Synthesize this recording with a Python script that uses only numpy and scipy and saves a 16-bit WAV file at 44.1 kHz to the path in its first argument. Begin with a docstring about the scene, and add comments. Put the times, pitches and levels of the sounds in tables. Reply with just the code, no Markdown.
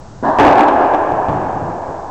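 """Ball blows in a hard-walled court

A racket strikes a hollow rubber ball, which slams into the front wall and later bounces on the wooden floor;
players' feet thud. Each blow is a short filtered click, heard straight and through seconds of decaying noise
that stands for the dense reflections. A dull frame knock, rumble and hiss are added; a small recorder overloads.
"""
import sys
import numpy as np
from scipy import signal
from scipy.fft import rfft, irfft
from scipy.io import wavfile

SR = 44100
rng = np.random.default_rng(int(sys.argv[2]) if len(sys.argv) > 2 else 0)


def natural_amplitude(level_db):
    """Convert a level in decibels to a linear amplitude factor, elementwise."""
    exponent = np.asarray(level_db, float) / 20
    return 10 ** exponent


def wav_record(signal):
    """Record a signal, one row per channel, as 16-bit PCM in the file named by sys.argv[1]."""
    frames = np.transpose(np.atleast_2d(signal))
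    bounded = np.clip(frames, -1, 1)
    # unit amplitude maps onto the largest positive 16-bit level
    quanta = np.round(bounded * 32767).astype(np.int16)
    wavfile.write(sys.argv[1], SR, quanta)


N = 92610  # samples, 2.1 s

# racket blow: (time [s], echo level [dB], direct energy re 10 ms of echo [dB], build-up constant [s])
RACKET_HIT = (.2268, -13, -24, .016)
# relative spectrum of a ball on the front wall: (frequency [Hz], density [dB per Hz])
WALL = [(24, -35), (45, -18), (97, -11), (160, -13), (215, -11), (294, -1), (480, -7), (816, 0), (974, -6),
        (1450, -17), (1660, -12), (1940, -27), (2530, -27), (4000, -41), (8000, -56), (10400, -90)]


def read(points, hz):
    """Interpolation on a logarithmic frequency axis."""
    f, value = np.transpose(points)
    return np.interp(np.log(hz + 1), np.log(f + 1), value)


def add(mix, s, sound):
    """Superposition: adds a sound from time s, cropped to the mix."""
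    at = round(s * SR)
    part, sound = mix[max(at, 0):], sound[max(-at, 0):]
    part[:len(sound)] += sound[:len(part)]


def pulse(points, size=8192):
    """Minimum phase: the most compact causal click with this relative spectrum, of energy 1."""
    hz = abs(np.fft.fftfreq(size, 1 / SR))
    log_gain = np.log(natural_amplitude(np.maximum(read(points, hz), -100)))
    # the Hilbert transform of the log gain gives the phase
    spectrum = np.exp(np.conj(signal.hilbert(log_gain)))
    click = np.fft.ifft(spectrum).real[:size // 2]
    return click / np.linalg.norm(click)


def mirrors():
    """Image sources: the straight path and the nearest wall paths, of alternating sign."""
    # straight path, then nearest mirror paths: (delay [s], level [dB])
    near_walls = [(0, 0), (.0065, -1), (.0115, -2)]
    out = np.zeros(1024)
    for k, (s, db) in enumerate(near_walls):
        out[round(s * SR)] = (-1) ** k * natural_amplitude(db)
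    return out


def court(rise_s, t60_share, swells=(), size=2 * N):
    """Diffuse reverberation: noise builds up, decays exponentially in each band and may swell by chance."""
    # decay time of the court at a share of 1: (frequency [Hz], T60 [s])
    decay_times = [(40, 1.2), (150, 1.1), (300, 3.5), (500, 5), (800, 5.4), (1200, 4.4), (1700, 3.9),
                   (2500, 3.2), (4000, 2.2), (8000, 1.4)]
    swell_s = .011
    early_db, early_s = 2., .1  # the first reflections stand above the even wash
    taps = rng.standard_normal(size + 512)
    hz, t, bands = signal.stft(taps, SR, nperseg=512)
    t60 = t60_share * read(decay_times, hz)[:, None]
    tail = signal.istft(bands * natural_amplitude(-60 * t / t60), SR, nperseg=512)[1][:size]
    t = np.arange(size) / SR
    build_up = 1 - np.exp(-t / rise_s)
    swell_db = sum(db * np.exp(-((t - s) / swell_s) ** 2) for s, db in swells)
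    return tail * build_up * natural_amplitude(swell_db + early_db * np.exp(-t / early_s))


def blow(colour, s, echo_db, direct_db, rise_s, swells=()):
    """Convolution: one click of the ball, heard straight and then from all the walls."""
    path = court(rise_s, 1, swells)
    # at 0 dB the straight click has the energy of 10 ms of unit echo
    path[:1024] += natural_amplitude(direct_db) * np.sqrt(SR / 100) * mirrors()
    out = np.zeros(N)
    add(out, s, natural_amplitude(echo_db) * signal.fftconvolve(pulse(colour), path))
    return out


def air():
    """Stationary filtered noise: building rumble and recorder hiss."""
    # relative spectrum: (frequency [Hz], density [dB per Hz])
    rumble_and_hiss = [(15, -10), (30, -5), (64, -2), (125, 0), (190, -8), (400, -15), (1000, -18),
                       (1500, -24), (2300, -35.5), (4000, -34), (6700, -32), (8000, -35), (9000, -58),
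                       (11700, -90)]
    level_db = -36  # RMS
    gain = natural_amplitude(read(rumble_and_hiss, np.fft.rfftfreq(N, 1 / SR)))
    noise = irfft(rfft(rng.standard_normal(N)) * gain, N)
    return natural_amplitude(level_db) * noise / np.sqrt(np.mean(noise ** 2) + 1e-20)


def earlier_wall_blow():
    """Reverberant decay: only the echo of an earlier wall blow still hangs in the air."""
    # (time [s], echo level [dB], direct energy re 10 ms of echo [dB], build-up constant [s])
    earlier_hit = (-1.2, -27, -20, .01)
    return blow(WALL, *earlier_hit)


def floor_thuds():
    """Low-frequency impacts through a sprung floor, which rings shorter than the air."""
    # thuds from feet and from the bounce: (time [s], level [dB])
    steps = [(1.10, -26), (1.288, -21), (1.34, -25), (1.43, -27), (1.53, -26), (1.615, -24), (1.67, -27),
             (1.88, -35)]
    # relative spectrum of a thud: (frequency [Hz], density [dB per Hz])
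    shoe = [(30, -10), (60, -7), (100, -1), (170, 0), (260, -9), (600, -24), (2000, -60), (9000, -95)]
    rise_s, t60_share = .008, .3
    out, thud = np.zeros(N), pulse(shoe)
    for s, db in steps:
        ringing = court(rise_s, t60_share, size=N)
        add(out, s, natural_amplitude(db) * signal.fftconvolve(thud, ringing))
    return out


def floor_bounce():
    """Impact on wooden boards: a click whose straight sound is strong beside its echo."""
    # (time [s], echo level [dB], direct energy re 10 ms of echo [dB], build-up constant [s])
    bounce = (1.2855, -25, 6.5, .004)
    # relative spectrum: (frequency [Hz], density [dB per Hz])
    floorboards = [(30, -10), (60, -1), (120, 0), (200, -4), (330, -1), (500, -10), (850, -5), (1500, -20),
                   (3000, -34), (5000, -47), (8000, -56), (10400, -90)]
    return blow(floorboards, *bounce)


def racket_frame():
    """Structure-borne knock: the dull sound of the racket itself, ahead of the echo."""
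    # relative spectrum: (frequency [Hz], density [dB per Hz])
    thock = [(40, -22), (130, -6), (260, 0), (450, -3), (800, -17), (1500, -38), (3000, -60), (9000, -95)]
    level_db = 5.
    out = np.zeros(N)
    add(out, RACKET_HIT[0], natural_amplitude(level_db) * signal.fftconvolve(pulse(thock), mirrors()))
    return out


def racket_blow():
    """Impact of a racket on a hollow ball: a click with a slowly building echo."""
    # relative spectrum: (frequency [Hz], density [dB per Hz])
    racket = [(24, -45), (45, -24), (110, -18), (200, -12), (263, -3), (419, -11), (469, -18), (611, -3),
              (996, 0), (1300, -18), (1690, -15), (2160, -40), (3940, -43), (8000, -58), (10400, -90)]
    # chance swells in the level of the noisy echo: (time after the blow [s], level [dB])
    racket_swells = [(.035, 1.5), (.062, 3)]
    return blow(racket, *RACKET_HIT, racket_swells)


def wall_blow():
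    """Impact on a rigid wall: the strongest echo, which builds up fast and wavers irregularly."""
    # (time [s], echo level [dB], direct energy re 10 ms of echo [dB], build-up constant [s])
    wall_hit = (.3868, -7, -3, .002)
    # chance swells in the level of the noisy echo: (time after the blow [s], level [dB])
    wall_swells = [(.02, 2.5), (.046, 2.5), (.094, 3.5), (.142, 2.5), (.216, 4.5), (.242, 3), (.304, 3.5),
                   (.43, 3), (.557, 4.5)]
    return blow(WALL, *wall_hit, wall_swells)


def scene():
    """Superposition of all sources in one channel."""
    background = air() + earlier_wall_blow() + floor_thuds()
    ball = floor_bounce() + racket_blow() + wall_blow()
    return (background + racket_frame() + ball)[None]


def band_limit(x):
    """A steep low-pass at the top of the band."""
    return signal.sosfilt(signal.butter(12, 16260, fs=SR, output="sos"), x)


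def record(dry):
    """Saturation: the input flattens at its ceiling, then a linear filter dulls the treble."""
    # recorder treble: (frequency [Hz], gain [dB])
    treble = [(6500, 0), (8000, -1.5), (9000, -7), (15000, -5), (15800, -6), (16300, -40)]
    ceiling, knee, offset = .715, 40., -.0086  # a high knee exponent bends sharply
    flat = dry / (1 + abs(dry / ceiling) ** knee) ** (1 / knee) + offset
    gain = natural_amplitude(read(treble, np.fft.rfftfreq(N, 1 / SR)))
    dulled = irfft(rfft(flat) * gain, N)
    return band_limit(dulled)


dry = scene()
out = record(dry)
wav_record(out)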